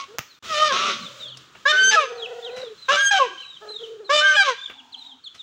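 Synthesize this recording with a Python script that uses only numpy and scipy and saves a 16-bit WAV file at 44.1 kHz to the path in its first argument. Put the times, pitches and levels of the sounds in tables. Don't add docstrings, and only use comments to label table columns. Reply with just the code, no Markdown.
import sys
import numpy as np
from scipy import signal
from scipy.fft import rfft, irfft
from scipy.io import wavfile
from scipy.ndimage import uniform_filter1d, minimum_filter1d

SR = 44100
rng = np.random.default_rng(int(sys.argv[2]) if len(sys.argv) > 2 else 0)


def bounce(signal):
    frames = np.transpose(np.atleast_2d(signal))
    limited = np.clip(frames, -1, 1)
    pcm = np.round(limited * 32767).astype(np.int16)
    wavfile.write(sys.argv[1], SR, pcm)


N = 239330
TIME = np.arange(N) / SR
TOP_HZ = 15750
ATTACK_S = 0.0091

# [from t/s, to t/s, cycles, depth]
VOICE_SPLITS = [(.73, .93, 3, .27), (2.915, 2.975, 3, .22), (4.135, 4.2, 2, .06)]
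# [f/Hz, level/dB]
THROAT_COLOUR = [(1700, 29.5), (2400, 6.5), (3050, 5), (3700, 5), (4300, -0.5), (5300, 3), (6300, -5),
                 (7300, -6), (8600, -21.5), (11000, -30.5), (15000, -36.5)]


def undb(db):
    return 10 ** (np.asarray(db) / 20)


def unit(x):
    return x / np.sqrt(np.mean(x ** 2) + 1e-20)


def gain_at(points, hz):
    f, db = np.transpose(points)
    return undb(np.interp(np.log(np.maximum(hz, 1)), np.log(f), db))


def colour(x, points):
    hz = np.fft.rfftfreq(len(x), 1 / SR)
    bass_cut = np.minimum(hz / points[0][0], 1) ** 2
    return irfft(rfft(x) * gain_at(points, hz) * bass_cut, len(x))


def noise(points):
    return unit(colour(rng.standard_normal(N), points))


def wander(rate, size=N):
    k = max(int(SR / rate), 2)
    steps = np.repeat(rng.standard_normal(size // k + 2), k)
    return unit(uniform_filter1d(steps, k)[:size])


def gate(start, end, edge):
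    return np.clip(np.minimum(TIME - start, end - TIME) / edge + .5, 0, 1)


def held(start, end, attack, release):
    return np.clip(np.minimum((TIME - start) / attack, (end - TIME) / release), 0, 1)


def strike(s, rise, t60):
    age = np.maximum(TIME - s, 0)
    decay = np.exp(-np.log(1000) * np.minimum(age / t60, 10))
    return np.minimum(age / rise, 1) * decay


def curves(table, edge):
    s, *columns = np.transpose(table)
    return [gate(s[0], s[-1], edge)] + [np.interp(TIME, s, c) for c in columns]


def cycle(hz, jitter, rate):
    return 2 * np.pi * np.cumsum(hz * (1 + jitter * wander(rate, size=len(hz)))) / SR


def background():
    # [f/Hz, level/dB per Hz]
    air_colour = [(60, -7), (130, -4.5), (400, -5.5), (800, -14.5), (1250, 0), (2000, -10), (3400, -3.5),
                  (5000, -12), (7000, -12), (8800, -26.5), (13800, -38), (15000, -23)]
    # [t/s, level/dB]
    air_level = [(0, -51.5), (.38, -60), (.45, -38.5), (1.5, -51.5), (2.8, -53.5), (4, -56), (5.43, -60.5)]
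    # [from t/s, to t/s, f/Hz, width/Hz, level/dB]
    hums = [(.7, 1.07, 210, 120, -45), (.72, .95, 390, 130, -42), (.92, 1.3, 560, 160, -52),
            (.95, 1.58, 131, 12, -58), (1.79, 1.95, 217, 10, -52), (2.1, 2.62, 730, 130, -48),
            (4.7, 5.2, 260, 50, -63), (4.74, 5.18, 870, 320, -58)]
    air = noise(air_colour)
    highs = colour(air, [(900, -30), (2200, 0), (16000, 0)])
    lows = air - highs
    air = lows * undb(1.2 * wander(6)) + highs * undb(2.2 * wander(11))
    out = air * undb(np.interp(TIME, *np.transpose(air_level)))
    for start, end, hz, width, db in hums:
        turn = 2 * np.pi * hz * TIME
        hum = wander(width) * np.sin(turn) + wander(width) * np.cos(turn)
        out = out + undb(db) * gate(start, end, 0.056) * hum
    return out


def chatter(db, spread_db, count):
    out = np.zeros(N)
    for when, pitch, length, size in rng.random((count, 4)):
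        t = np.linspace(0, 1, int(SR * (0.026 + 0.02 * length)))
        start = int((1 + when * 4.3) * SR)
        hz = (3500 + 1100 * pitch) * (1 - 0.44 * t ** 2)
        peep = np.sin(np.pi * t) * np.sin(cycle(hz, 0.02, 300))
        out[start:start + len(t)] += (undb(db + spread_db * size) * peep)[:N - start]
    return out


def chicks(jitter, flutter_db, overtone_db):
    # [knee t/s, lead/s, fall/s, start f/Hz, knee f/Hz, level/dB before the 10 dB lift below]
    peeps = [(.304, 0.031, 0.056, 4300, 4410, -57), (1.058, 0.056, 0.039, 4280, 3750, -46.5),
             (1.25, 0.071, 0.069, 4020, 3550, -43.5), (1.314, 0.04, 0.046, 4750, 3454, -43.5),
             (2.199, 0.04, 0.059, 4580, 3890, -48), (2.239, 0.026, 0.028, 3610, 3197, -36),
             (2.45, .019, 0.027, 4400, 3890, -44.5), (2.476, 0.059, 0.029, 3730, 3040, -42.5),
             (2.631, 0.13, 0.073, 4110, 3876, -48.5), (2.845, .069, 0.063, 4120, 3990, -48),
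             (3.416, 0.046, 0.04, 3110, 3080, -43), (3.53, .15, 0.052, 4050, 3804, -44.5),
             (3.735, 0.062, .08, 4170, 3996, -42.5), (3.83, .025, 0.033, 3410, 3380, -44),
             (4.061, 0.016, 0.049, 4200, 4170, -52.5), (4.651, .084, .036, 3540, 3593, -39.5),
             (4.795, 0.022, 0.015, 3765, 3300, -44.5), (4.942, 0.021, 0.015, 4670, 3440, -42),
             (4.99, .021, 0.078, 4080, 4140, -49.5), (5.09, 0.057, 0.064, 4020, 3700, -48.5),
             (5.26, 0.022, 0.028, 4520, 3750, -43), (5.41, 0.031, .03, 4140, 3630, -42)]
    end_share = .79
    out = np.zeros(N)
    for s, lead, fall, start_hz, knee_hz, db in peeps:
        live = (TIME > s - lead) & (TIME < s + fall)
        t, knots = TIME[live], [s - lead, s, s + fall]
        hz = np.interp(t, knots, [start_hz, knee_hz, knee_hz * end_share])
        phase = cycle(hz, jitter, 300)
        flutter = undb(db + 10.0 + flutter_db * wander(131.3, size=len(t)))
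        swell = np.interp(t, knots, [0, 1, 0]) ** 0.57 * flutter
        out[live] += swell * (np.sin(phase) + undb(overtone_db) * np.sin(2 * phase))
    return out


def hen(jitter, shimmer):
    # [t/s, pitch f/Hz, level/dB, overtones' level/dB]
    croons = [
        [(0.085, 386, -48, -4), (0.16, 489, -49, -10)],
        [(1.72, 404.4, -45.5, -1), (1.97, 463, -38, -7), (2.52, 483.5, -39.5, -8), (2.62, 519, -35, -8.5),
         (2.74, 409.5, -40.5, -23)],
        [(3.27, 382.5, -47, -15), (3.332, 367, -45.5, 4), (3.38, 346, -60.5, -27)],
        [(3.62, 417, -48, 7.5), (3.926, 445, -38, -24), (4.12, 389, -53, 2)],
    ]
    out = 0
    for table in croons:
        on, hz, db, top_db = curves(table, .03)
        phase = cycle(hz, jitter, 160)
        overtones = 0.27 * np.sin(2 * phase) + .35 * np.sin(3 * phase) + 0.21 * np.sin(4 * phase)
        overtones = overtones + 0.28 * wander(150) * np.sin(3 * phase / 2)
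        out = out + on * undb(db) * (np.sin(phase) + undb(top_db) * overtones)
    return np.sqrt(2) * out * (1 + shimmer * wander(70))


def snap(thump_hz, thump_t60, ring_hz, ring_db):
    # [t/s, crack level/dB before filtering, thump level/dB]
    cracking = [(0.1854, -6.5, -63), (0.1913, -8, -27.5)]
    # [f/Hz, level/dB]
    crack_colour = [(100, -13), (600, -0.5), (1300, -0.5), (3000, -3), (6500, -7.5), (9000, -24),
                    (15000, -11.5)]
    cracks, body = np.zeros(N), 0
    for s, crack_db, thump_db in cracking:
        cracks[int(s * SR)] -= 3.0 * undb(crack_db)
        cracks = cracks + 1.9 * undb(crack_db) * strike(s, .0001, 0.0015) * rng.standard_normal(N)
        turn = 2 * np.pi * (TIME - s)
        tones = np.sin(thump_hz * turn) + undb(ring_db) * np.sin(ring_hz * turn)
        body = body + undb(thump_db) * strike(s, 0.0007, thump_t60) * tones
    return colour(cracks, crack_colour) + body


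def knocks():
    # [t/s, level/dB, rise/s, t60/s, grit level/dB relative to the wood]
    blows = [(0.201, -36.5, 0.0057, 0.1, -21), (1.371, -45, 0.0011, 0.051, 7),
             (1.549, -40.5, 0.0054, 0.1, -31), (2.561, -38.5, 0.0046, 0.41, -6.5),
             (4.697, -34.5, 0.0015, 0.11, -21), (5.342, -46, 0.0087, 0.16, -1)]
    # [f/Hz, level/dB]
    wood_colour = [(80, -9.5), (200, -13.5), (450, -14.5), (750, -13), (1000, -13), (1300, -8),
                   (2100, -11.5), (3000, -9.5), (6000, -68), (10000, -44)]
    # [f/Hz, level/dB]
    grit_colour = [(1000, -22.5), (3000, 4), (5500, 8.5), (8000, -4), (11000, -14.5), (15000, -34)]
    wood, grit = noise(wood_colour), noise(grit_colour)
    out = 0
    for s, db, rise, t60, grit_db in blows:
        out = out + undb(db) * strike(s, rise, t60) * (wood + undb(grit_db) * grit)
    return out


def reed(on, hz, base_db, third_db, top_db, beak_hz, jitter=0.0078, shimmer=0.14, waver_db=2.47,
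         patchy_db=3.5):
    # [f/Hz, level/dB]
    windpipe_and_ground = [(430, -0.5), (550, -7), (800, -11.5), (950, -13.5), (1110, -2), (1195, -7.5),
                           (1250, 5.5), (1400, -8.5), (1640, -2), (1800, -8.5), (2500, -15.5)]
    live = on > 0
    hz, base_db, top_db = (np.broadcast_to(c, N)[live] for c in (hz, base_db, top_db))
    size = len(hz)
    phase = cycle(hz, jitter, 450)

    low = 0
    for k, db in enumerate((base_db, 0, third_db), 1):
        level = gain_at(windpipe_and_ground, k * hz) * undb(db + waver_db * wander(37.5, size=size))
        low = low + level * np.sin(k * phase)

    orders = np.arange(4, 25)[:, None]
    beak = 1 + undb(11.5) / (1 + ((orders * hz - beak_hz) / 230) ** 2)
    patches = undb([patchy_db * wander(28.8, size=size) for _ in orders])
    weights = gain_at(THROAT_COLOUR, orders * hz) * beak * (orders * hz < TOP_HZ) * patches
    overtones = (weights * np.sin(orders * phase + orders ** 2 / 2)).sum(0)
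    top = undb(top_db) * overtones / np.sqrt((weights ** 2).sum(0))

    swing = 1 + shimmer * wander(260, size=size)
    for start, end, cycles, depth in VOICE_SPLITS:
        slow = np.cos(phase / cycles) + .5 * np.cos(2 * phase / cycles)
        swing = swing + depth * gate(start, end, 0.029)[live] * slow

    sound, motion = np.zeros(N), np.zeros(N)
    sound[live] = np.sqrt(2) * (low + top) * swing * on[live]
    vibration = np.cos(phase) + 0.15 * np.cos(2 * phase) + 0.034 * np.cos(3 * phase)
    motion[live] = np.sqrt(on[live] * undb(base_db - 11)) * vibration
    return sound, motion


def whistle(table, shrill, jitter, edge, top_db, waver_db):
    on, hz, db = curves(table, edge)
    phase = cycle(hz, jitter, 300)
    overtones = 0
    for k, rel_db in enumerate(shrill, 2):
        overtones = overtones + undb(rel_db + waver_db * wander(35)) * np.sin(k * phase)
    for k in range(5, 10):
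        level = undb(shrill[-1] + top_db) * gain_at(THROAT_COLOUR, k * hz.mean())
        overtones = overtones + level * np.sin(k * phase)
    growth = undb(117 * np.minimum(TIME - table[-1][0], 0))
    strength = undb(db) * on
    return np.sqrt(2) * strength * (np.sin(phase) + growth * overtones), strength


def rasp(motion, level, depth, flutter_db, mids_db, split_db):
    # [f/Hz, level/dB]
    mids_colour = [(150, -58), (350, -11), (650, -1), (900, -31), (1300, 13.5), (1700, -13.5), (2100, -8.5),
                   (3000, -52.5)]
    # [f/Hz, level/dB]
    top_colour = [(1200, -45.5), (2000, 3.5), (2800, 7), (3700, 7.5), (4600, -1.5), (6300, 1.5),
                  (7500, -15), (9000, -21.5), (12000, -59.5), (15500, -33.5)]
    mids, top = noise(mids_colour), noise(top_colour)
    beat = motion / np.sqrt(uniform_filter1d(motion ** 2, size=400).clip(0) + 1e-4)
    split = sum(share * gate(start, end, 0.0067) for start, end, _, share in VOICE_SPLITS)
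    flapping = top + mids * undb(mids_db + split_db * split)
    return level * flapping * (1 + depth * beat) * undb(flutter_db * wander(280))


def hoarse_honk(db, rasp_db, growl_db, growl_rasp_db):
    # [t/s, f/Hz]
    hoarse_pitch = [(0.49, 657.5), (0.558, 597.6), (0.636, 618.8), (0.68, 604.7), (0.692, 586),
                    (0.73, 508.7)]
    # [t/s, f/Hz]
    growl_pitch = [(0.75, 541.5), (0.81, 583.6), (0.858, 593), (0.92, 553.3)]
    swell = held(start=.44, end=0.786, attack=0.14, release=0.11)
    growl = held(start=.71, end=0.93, attack=0.015, release=0.024)
    hz, growl_hz = (np.interp(TIME, *np.transpose(c)) for c in (hoarse_pitch, growl_pitch))
    hoarse_voice = reed(undb(db) * swell ** 2, hz, base_db=-1, third_db=-1.5, top_db=-6, beak_hz=3370)
    growl_voice = reed(undb(growl_db) * growl, growl_hz, base_db=-11, third_db=-21.5, top_db=-21,
                       beak_hz=2870)
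    return [(*hoarse_voice, undb(rasp_db) * swell ** 0.51),
            (*growl_voice, undb(growl_rasp_db) * growl)]


def openings(whistle_amp, steal, dull_db):
    # [start t/s, end t/s, release/s, pitch f/Hz, second harmonic's level/dB before accent and windpipe,
    #  then relative to it: fundamental/dB, third harmonic/dB, overtones/dB, rasp/dB; beak f/Hz]
    honks = [(-.06, 0.059, 0.1, 554.4, -22.5, -26, -30, -11.5, -11.5, 2780),
             (1.653, 1.861, 0.14, 606.7, -20.5, 2, 4.5, 6.5, -13, 3650),
             (2.882, 3.066, 0.15, 582.4, -18.5, 0, -3, 1, -7, 2990),
             (4.092, 4.371, 0.015, 600.6, -18, 2.5, -2, 1, -14, 3100)]
    scoop_share, scoop_s = .115, .04
    beak_shut_db, beak_opens_s = -13.5, 0.076
    air = 1 / (1 + steal * whistle_amp)
    for start, end, release, pitch, db, base_db, third_db, top_db, rasp_db, beak_hz in honks:
        on = undb(db) * held(start, end, ATTACK_S, release) * air
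        scoop = np.interp(TIME, [start, start + scoop_s], [1, 0])
        accent_db = 5 * np.sqrt(scoop)
        shut_db = np.interp(TIME, [start, start + beak_opens_s], [beak_shut_db, 0])
        bright_db = top_db + shut_db + dull_db * (1 - air)
        hz = pitch * (1 - scoop_share * scoop)
        sound, motion = reed(on * undb(accent_db), hz, base_db - accent_db, third_db,
                             bright_db - accent_db, beak_hz)
        yield sound, motion, on * undb(rasp_db + 0.17 * shut_db)


def slides(table, sag, release, burst_db, settle_s):
    for start, end, attack, pitch, db, base_db, third_db, top_db, rasp_db, beak_hz in table:
        on = undb(db) * held(start, end, attack, release)
        age = np.clip(TIME - start, 0, end - start)
        rasp_level_db = db + rasp_db + burst_db * np.exp(-age / settle_s)
        chaos = held(start, end, ATTACK_S, release) * undb(rasp_level_db)
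        yield *reed(on, pitch - sag * age, base_db, third_db, top_db, beak_hz), chaos


def goose():
    # [t/s, pitch f/Hz, level/dB]
    whistles = [
        [(1.722, 1487, -22.5), (1.74, 1501, -18), (1.838, 1545, -13.5), (1.9, 1552, -17.5), (1.92, 1553, -33)],
        [(2.965, 1538, -22), (2.983, 1572, -18), (3.001, 1625, -18), (3.073, 1608, -16), (3.105, 1595, -26.5)],
        [(4.21, 1498, -24), (4.25, 1580, -13), (4.314, 1549, -13), (4.352, 1515, -23.5)],
    ]
    # [harmonic 2/dB, harmonic 3/dB, harmonic 4/dB], relative to its tone
    shrillness = [(-3, -8, -6.5), (-2.5, -18.5, -6.5), (-10.5, -28, -23)]
    # [start t/s, end t/s, attack/s, first pitch f/Hz,
    #  second harmonic's level/dB before the windpipe, then relative to it:
    #  fundamental/dB, third harmonic/dB, overtones/dB, rasp/dB; beak f/Hz]
    cracks = [(1.905, 1.965, 0.031, 890.5, -14, 3, 1, -12.5, -11, 2600),
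              (3.106, 3.195, 0.0064, 829.3, -16.5, 7, 0, -8.5, -15, 2840),
              (4.361, 4.44, 0.0054, 841, -13, -6, 1, -9.5, -29, 3420)]
    falls = [(1.952, 2.068, 0.014, 686, -18, 1, -9, -10, -24, 2780),
             (3.184, 3.275, 0.016, 592, -14.5, -0.5, -22.5, -19, -30, 2795),
             (4.425, 4.545, 0.053, 635.5, -16.5, -4, -7.5, -15, -14, 3060)]
    tone, strength = np.sum([whistle(t, shrill, jitter=0.0029, edge=0.01, top_db=-2, waver_db=5.5)
                             for t, shrill in zip(whistles, shrillness)], axis=0)
    voice, motion, chaos = np.sum([
        *hoarse_honk(db=-19.5, rasp_db=-32.5, growl_db=-25.5, growl_rasp_db=-34),
        *openings(strength, steal=9.3, dull_db=-20),
        *slides(cracks, sag=1000, release=0.013, burst_db=0.5, settle_s=0.013),
        *slides(falls, sag=1620, release=0.046, burst_db=-5, settle_s=0.026)], axis=0)
    sum_tones = colour(tone * motion, [(500, -24.0), (1000, -15), (1600, -12.0), (2150, 5),
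                                       (3600, -12.5), (6000, -9.5), (9000, -10)])
    flapping = rasp(motion, chaos + undb(-26.5) * strength, depth=0.14, flutter_db=3.0,
                    mids_db=-7.5, split_db=37.5)
    bass_cut = signal.butter(3, 130, "high", fs=SR, output="sos")
    return signal.sosfilt(bass_cut, voice + tone + sum_tones + flapping)


def yard(x, t60, tail_db, early_t60, early_db, send=1):
    # [f/Hz, level/dB]
    echo_colour = [(150, -19.5), (500, -13), (1300, -2.5), (3200, 5.5), (6500, 2.5), (10000, -1),
                   (15000, -1)]
    near = noise(echo_colour) * strike(0.0028, 0.00073, early_t60)
    far = noise(echo_colour) * strike(0.0067, 0.008, t60)
    response = (undb(early_db) * unit(near) + undb(tail_db) * unit(far)) / np.sqrt(N)
    return x + signal.fftconvolve(x * send, response)[:N]


def scene():
    # [from t/s, to t/s, level/dB of the echo added to the usual send of 1]
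    echoing = [(.72, 1, 10.5), (3.111, 3.28, -3.5)]
    peeps = chicks(jitter=0.015, flutter_db=4.5, overtone_db=-27)
    peeps = peeps + chatter(db=-57.5, spread_db=0.5, count=44)
    near = goose() + hen(jitter=0.039, shimmer=0.5) + knocks()
    near = near + snap(thump_hz=132, thump_t60=0.035, ring_hz=1220, ring_db=-0.5)
    cooped = yard(peeps, t60=0.53, tail_db=-21, early_t60=0.43, early_db=-11)
    send = 1 + sum(undb(db) * gate(start, end, 0.031) for start, end, db in echoing)
    around = yard(near, t60=0.69, tail_db=-17.5, early_t60=0.27, early_db=-13, send=send)
    return (around + 0.74 * cooped + background())[None]


def limit(x, ceiling, size):
    allowed = ceiling / np.maximum(np.abs(x), ceiling)
    return x * uniform_filter1d(minimum_filter1d(allowed, size), size)


def record(dry):
    # [from t/s, to t/s]
    dropout = (.39, .425)
    bass_cut = signal.butter(2, 60, "high", fs=SR, output="sos")
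    thin = signal.sosfilt(bass_cut, dry)
    kept = limit(thin, ceiling=.56, size=300) * (1 - .97 * gate(*dropout, .002))
    top_cut = signal.ellip(10, .2, 80, TOP_HZ, fs=SR, output="sos")
    return signal.sosfilt(top_cut, kept)


dry = scene()
out = record(dry)
bounce(out)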